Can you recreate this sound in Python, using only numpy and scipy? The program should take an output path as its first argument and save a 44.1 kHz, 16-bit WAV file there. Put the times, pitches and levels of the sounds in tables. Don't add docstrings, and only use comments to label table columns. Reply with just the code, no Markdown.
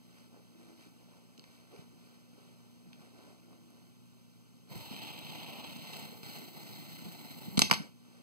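import sys
import numpy as np
from scipy import signal
from scipy.fft import rfft, irfft, next_fast_len
from scipy.io import wavfile

SR = 44100
rng = np.random.default_rng(int(sys.argv[2]) if len(sys.argv) > 2 else 0)


def inscribe(sig):
    pcm = np.round(np.clip(np.atleast_2d(sig).T, -1, 1) * 32767)
    wavfile.write(sys.argv[1], SR, pcm.astype(np.int16))


N = 362502
T = np.arange(N) / SR
FLICK_S, FALL_S = 4.685, 7.575


def undb(db):
    return 10 ** (np.asarray(db) / 20)


def unit(x):
    return x / np.sqrt(np.mean(x ** 2))


def curve(table):
    return np.interp(T, *np.transpose(table))


def colour(x, points):
    hz, db = np.transpose(points)
    size = next_fast_len(len(x))
    f = np.maximum(np.fft.rfftfreq(size, 1 / SR), 1)
    gain_db = np.interp(np.log(f), np.log(hz), db)
    beyond = np.maximum(np.log2(hz[0] / f), 0) + np.maximum(np.log2(f / hz[-1]), 0)
    return irfft(rfft(x, size) * undb(gain_db - 20 * beyond), size)[:len(x)]


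def resonate(x, hz, width):
    return signal.lfilter(*signal.iirpeak(hz, hz / width, SR), x)


def walk(rate):
    knots = rng.standard_normal(int(N / SR * rate) + 2)
    return unit(np.interp(T * rate, np.arange(len(knots)), knots))


def grains(rate, spread_db):
    hits = rng.random(N) < rate / SR
    return unit(hits * rng.standard_normal(N) * undb(spread_db * rng.standard_normal(N)))


def burst(x, decay_s):
    x = x * np.exp(-T[:len(x)] / decay_s)
    return x / np.sqrt(np.sum(x ** 2) / (decay_s * SR / 2))


def add(out, s, x):
    i = int(s * SR)
    out[i:i + len(x)] += x[:N - i]


# f/Hz, density/dB per Hz
AIR_SPECTRUM = [(25, -105), (60, -99), (100, -92), (160, -87), (250, -88), (350, -94), (600, -102),
                (1000, -105.5), (1800, -108), (3500, -107.3), (6000, -110), (9000, -113.5), (15000, -116)]
# f/Hz, level/dB
HUM_TONES = [(120.2, -66), (177.6, -68.5), (238.8, -64), (6420, -90)]
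# t/s, length/s, f/Hz, level/dB
FAR_SWELLS = [(.5, 0.4, 332, -63), (3.328, 0.47, 334, -65)]


def room_tone():
    out = colour(rng.standard_normal(N), AIR_SPECTRUM) * np.sqrt(SR / 2)
    for hz, db in HUM_TONES:
        out += np.sqrt(2) * undb(db + 1.2 * walk(7)) * np.sin(2 * np.pi * hz * T + .4 * walk(6))
    for s, length, hz, db in FAR_SWELLS:
        t = T[:int(length * SR)]
        add(out, s, np.sqrt(2) * undb(db) * np.sin(np.pi * t / length) * np.sin(2 * np.pi * hz * t))
    return out


# f/Hz, level/dB
REVERB_EQ = [(60, 8), (180, 1.5), (500, -4), (1500, -6.5), (4000, -2.5), (8000, -6), (15000, -1)]


def bedroom(x, t60=.28, wet_db=-12, build_s=.011):
    t = T[:SR // 2]
    envelope = np.exp(-np.log(1000) * t / t60) * (1 - np.exp(-(t / build_s) ** 2))
    tail = colour(rng.standard_normal(len(t)), REVERB_EQ) * envelope
    return x + undb(wet_db) * signal.fftconvolve(x, tail / np.sqrt(np.sum(tail ** 2)))[:N]


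# f/Hz, level/dB
RUB_EQ = [(50, -10.5), (130, -1), (330, 4), (600, 1), (1000, -7.5), (1500, -12.5), (3000, -26.5)]
SWISH_EQ = [(700, -11), (1800, 0.5), (3000, -3.5), (4500, -2.5), (6500, -10), (9000, -10.5), (15000, -19)]
# centre t/s, length/s, rub level/dB, swish level/dB
CLOTH_MOVES = [(0.187, 0.23, -68, -66), (.365, 0.12, -60, -76), (0.676, 0.28, -63, -67),
               (0.827, .17, -66.5, -63.5), (1.15, 0.19, -63, -71), (1.53, .26, -70, -67.5),
               (1.774, 0.17, -60.5, -63.5), (2.075, 0.34, -69.5, -68.5), (2.43, 0.28, -64, -69.5),
               (3.04, .15, -61, -68), (3.24, 0.27, -58, -65.5), (3.534, 0.14, -61.5, -74),
               (3.78, .3, -68, -72.5), (4.76, .2, -58, -61), (7.82, 0.19, -58.5, -61),
               (8.17, 0.45, -66, -68)]


def cloth(stir_rub_db=-71.5, stir_swish_db=-75, still_s=3.9, settle_s=.2):
    stir = undb(2 * walk(5)) * np.exp(-np.maximum(T - still_s, 0) / settle_s)
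    rub_gain, swish_gain = stir * undb(stir_rub_db), stir * undb(stir_swish_db)
    for s, length, rub_db, swish_db in CLOTH_MOVES:
        swell = np.cos(np.pi * np.clip((T - s) / length, -.5, .5))
        rub_gain = np.hypot(rub_gain, swell * undb(rub_db))
        swish_gain = np.hypot(swish_gain, swell * undb(swish_db))
    rub = unit(colour(grains(2500, 2.9) * undb(-.5 * walk(40)), RUB_EQ))
    swish = unit(colour(grains(9000, 1.9), SWISH_EQ))
    return rub * rub_gain + swish * swish_gain


# t/s, level/dB, f/Hz
BUMP_CUES = [(.55, -58, 260), (.859, -57, 264), (1.381, -58, 233), (1.728, -51.5, 387), (1.785, -50.5, 140),
             (1.928, -59, 167), (2.859, -54.5, 166), (2.972, -57.5, 160), (3.51, -56, 208),
             (4.705, -45, 142), (4.744, -40.5, 118), (4.906, -42.5, 204), (7.051, -41.5, 171),
             (7.472, -39.5, 165), (7.52, -43, 158), (7.795, -40.5, 186)]


def bumps(width_share=.48, rise_s=.0027, decay_s=.022):
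    out, t = np.zeros(N), T[:SR // 4]
    for s, db, hz in BUMP_CUES:
        width = hz * width_share
        shake = resonate(resonate(rng.standard_normal(len(t)), hz, width), hz, width)
        shake *= (1 - np.exp(-t / rise_s)) * np.exp(-t / decay_s)
        add(out, s, undb(db) * shake / np.sqrt(np.sum(shake ** 2) / (decay_s * SR)))
    return out


# f/Hz, level/dB, t60/s
RING_MODES = [(953, -3, .11), (1260, -6, .08), (2270, -6, .1), (2735, -7, .12), (3540, -1, .1),
              (3978, -4, .12), (4330, -4, .13), (4770, -3, .1), (6200, -10, .12), (8750, -14, .12)]
# f/Hz, level/dB
BASE_EQ = [(250, -4), (450, 1), (650, -7), (850, -2), (1300, -4), (1700, -14.5), (2200, -3), (3000, -19),
           (5000, -7.5), (9000, -37)]


def impact(db, hz, octaves, decay_s, thud_db, knock_db):
    def contact(f, skirt_db=-24, top_hz=10000):
        bell = np.exp(-.5 * (np.log2(f / hz) / octaves) ** 2)
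        return (bell + undb(skirt_db)) / np.sqrt(1 + (f / top_hz) ** 6)

    t = T[:SR // 4]
    bins = np.maximum(np.fft.rfftfreq(len(t), 1 / SR), 1)
    grit = unit(irfft(rfft(rng.standard_normal(len(t))) * contact(bins), len(t)))
    chatter = undb(-19) * grit * np.exp(-t / .006)
    crack = burst(grit, decay_s) + chatter
    ring = np.zeros(len(t))
    for mode_hz, mode_db, t60 in RING_MODES:
        gain = undb(mode_db + 2 * rng.standard_normal()) * contact(mode_hz)
        ring += gain * np.sin(2 * np.pi * (mode_hz * t + rng.random())) * np.exp(-np.log(1000) * t / t60)
    ring *= undb(-25) * np.sqrt(decay_s / .002 / len(RING_MODES))
    knock = burst(colour(rng.standard_normal(len(t)), BASE_EQ), decay_s=.004)
    thud = np.sin(2 * np.pi * 185 * t) * (1 - np.exp(-t / .003)) ** 2 * np.exp(-t / .0024)
    thud /= np.max(np.abs(thud))
    return undb(db) * (crack + ring) + undb(knock_db) * knock + undb(thud_db) * thud


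# t/s, level/dB, contact f/Hz, knock level/dB
TICK_CUES = [(1.378, -50, 3780, -80), (1.3947, -45, 3300, -68), (1.44, -55, 2400, -53),
             (1.762, -55, 1900, -55), (2.931, -47, 2600, -66), (3.705, -62, 12000, -85),
             (5.768, -49, 10000, -70), (5.933, -38.5, 2800, -52), (5.97, -46, 11000, -70)]


def finger_ticks():
    out = np.zeros(N)
    for s, db, hz, knock_db in TICK_CUES:
        add(out, s, impact(db, hz, octaves=.6, decay_s=.0015, thud_db=-63, knock_db=knock_db))
    return out


# t/s, level/dB, contact f/Hz, width/octaves, decay/s, thud level/dB, knock level/dB
CLACK_CUES = [(6.232, -49, 3000, 1, .002, -41, -47), (7.5729, -26.5, 3540, 0.41, 0.0038, -32, -36),
              (7.5776, -28, 4170, 1, .003, -15, -30), (7.5923, -4.5, 5280, 1.8, 0.00041, -23.5, -23.5),
              (7.6186, -11.5, 3960, 0.66, 0.0032, -23.5, -21), (7.699, -40, 3470, 1.3, 0.0021, -34.5, -32),
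              (7.7119, -9.5, 2330, .3, 0.0016, -33, -13), (7.7178, -24.5, 3600, 1, .002, -21, -31.5),
              (7.7274, -21.5, 2950, 0.44, 0.00066, -39, -25.5),
              (7.736, -27, 3790, 0.66, 0.00685, -39.5, -33)]


def clacks():
    out = np.zeros(N)
    for s, *hit in CLACK_CUES:
        add(out, s, impact(*hit))
    return out


def spinning(rise_s=.039, run_out_s=.04):
    return np.clip((T - FLICK_S) / rise_s, 0, 1) * np.exp(-np.maximum(T - FALL_S, 0) / run_out_s)


def slowing(per_s):
    return np.exp(-per_s * np.maximum(T - FLICK_S, 0))


def moan(start_hz=1031, db=-63):
    phase = 2 * np.pi * np.cumsum(start_hz * slowing(per_s=.56)) / SR
    band = walk(130) * np.sin(phase) + walk(130) * np.cos(phase)
    return band * undb(db) * spinning()


# f/Hz, nominal width/Hz, relative level/dB
RACE_MODES = [(4160, 210, 4.5), (7700, 410, -5.5), (12150, 370, 1.5), (12250, 1540, -6.5),
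              (15000, 510, 0.5)]


def races(load, ring_db, sizzle_db):
    ticks = grains(5000, 1.4) * load * undb(.4 * walk(80))
    ring, *sizzle = (undb(db) * resonate(resonate(ticks, hz, width * 1.75), hz, width * 2.2)
                     for hz, width, db in RACE_MODES)
    return unit(ring) * undb(ring_db) + unit(sum(sizzle)) * undb(sizzle_db)


# f/Hz, level/dB
HELD_EQ = [(900, -14), (1400, -27), (1700, -10), (2200, -5.5), (2750, -1), (3400, -3.5), (4100, -6),
           (5000, -12.5), (6300, -19.5), (8500, -19.5), (11000, -24.5)]
FREE_EQ = [(900, -27), (1350, -9.5), (1700, -6.5), (2050, 0.5), (2500, -7.5), (3500, -6), (4400, -4),
           (5100, -8.5), (6200, -13.5), (8800, -11.5), (11000, -24)]
HOLLOW_EQ = [(200, -5), (330, 2), (480, -0.5), (680, 2), (850, 2.5), (1050, -6), (1400, -9.5),
             (2200, -38.5)]
RUMBLE_EQ = [(30, -25), (70, -18.5), (110, -1.5), (165, 1.5), (230, -0.5), (300, -9.5), (450, -30),
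             (900, -50)]
# t/s, grip/0-1
GRIP_CURVE = [(4.7, 0), (5.0, 0.96), (5.6, .97), (6.0, 0.31), (6.5, 0.1)]
# t/s, level/dB
WHIRR_CURVE = [(4.73, -58.5), (5.07, -50), (5.19, -53), (5.71, -53), (5.75, -56), (6.0, -52), (6.22, -65),
               (6.25, -53), (6.34, -54.5), (6.51, -61.5), (6.64, -57), (7.43, -59), (7.45, -56),
               (7.54, -60)]
# level/dB at the usual whirr, tracking/dB per dB of whirr, full-grip gain/dB, full-lean gain/dB
LAYER_MIX = [(-53.5, 0.94, .5, 0), (-58, .7, 0, 0), (-59.5, .9, -7.5, -1), (-57.3, .5, -5.5, 2),
             (-54, 0.24, 0, 8)]


def spinner(turns_per_s=18.6, usual_whirr_db=-56, lean_s=.2, throb_db=.95, flutter_db=1.1):
    grip = curve(GRIP_CURVE)
    whirr_db = curve(WHIRR_CURVE) - usual_whirr_db
    lean = np.exp(np.minimum(T - FALL_S, 0) / lean_s)
    rattle_db, hollow_db, ring_db, sizzle_db, rumble_db = (
        db + tracking * whirr_db + grip_db * grip + lean_db * lean
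        for db, tracking, grip_db, lean_db in LAYER_MIX)
    hollow_db += 1.47 * walk(12)
    rumble_db += walk(12)
    speed = turns_per_s * slowing(per_s=.08) * (1 + .02047 * walk(9))
    angle = 2 * np.pi * np.cumsum(speed) / SR
    load = undb(throb_db * np.sin(2 * angle) + .6 * np.sin(angle) + flutter_db * walk(90))
    balls = grains(12000, 2.04) * load
    held = unit(colour(balls, HELD_EQ))
    free = unit(colour(grains(12000, 1) * load, FREE_EQ))
    rattle = (np.sqrt(grip) * held + np.sqrt(1 - grip) * free) * undb(rattle_db)
    hollow = unit(colour(balls, HOLLOW_EQ)) * undb(hollow_db)
    steel = races(load, ring_db, sizzle_db)
    passing = np.sin(9.7 * angle + 2.1 * walk(35))
    rumble = unit(unit(colour(balls, RUMBLE_EQ)) + .22 * passing) * undb(rumble_db)
    return spinning() * (rattle + hollow + steel + rumble)


# f/Hz, level/dB, extra lag/rad
LEFT_EQ = [(30, 0, .1), (110, -.4, .24), (260, .4, .26), (480, -2, -.1), (720, -3, 0), (1000, 0, 0),
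           (1350, 2, 0), (1650, 0, 0)]


def scene(delay_s=27 / 48000):
    sources = spinner() + moan() + cloth() + bumps() + finger_ticks() + clacks()
    mic = bedroom(sources) + room_tone()
    size = next_fast_len(N + SR // 10)
    f = np.fft.rfftfreq(size, 1 / SR)
    hz, db, lag = np.transpose(LEFT_EQ)
    phase = 2 * np.pi * f * delay_s + np.interp(f, hz, lag)
    spread = -undb(np.interp(f, hz, db)) * np.exp(-1j * phase)
    left = irfft(rfft(mic, size) * spread, size)[:N]
    return np.array([left, mic])


def record(dry):
    rounded = dry / (1 + (dry / .72) ** 4) ** .25
    return signal.sosfilt(signal.ellip(10, .2, 70, 15600, fs=SR, output="sos"), rounded)


dry = scene()
out = record(dry)
inscribe(out)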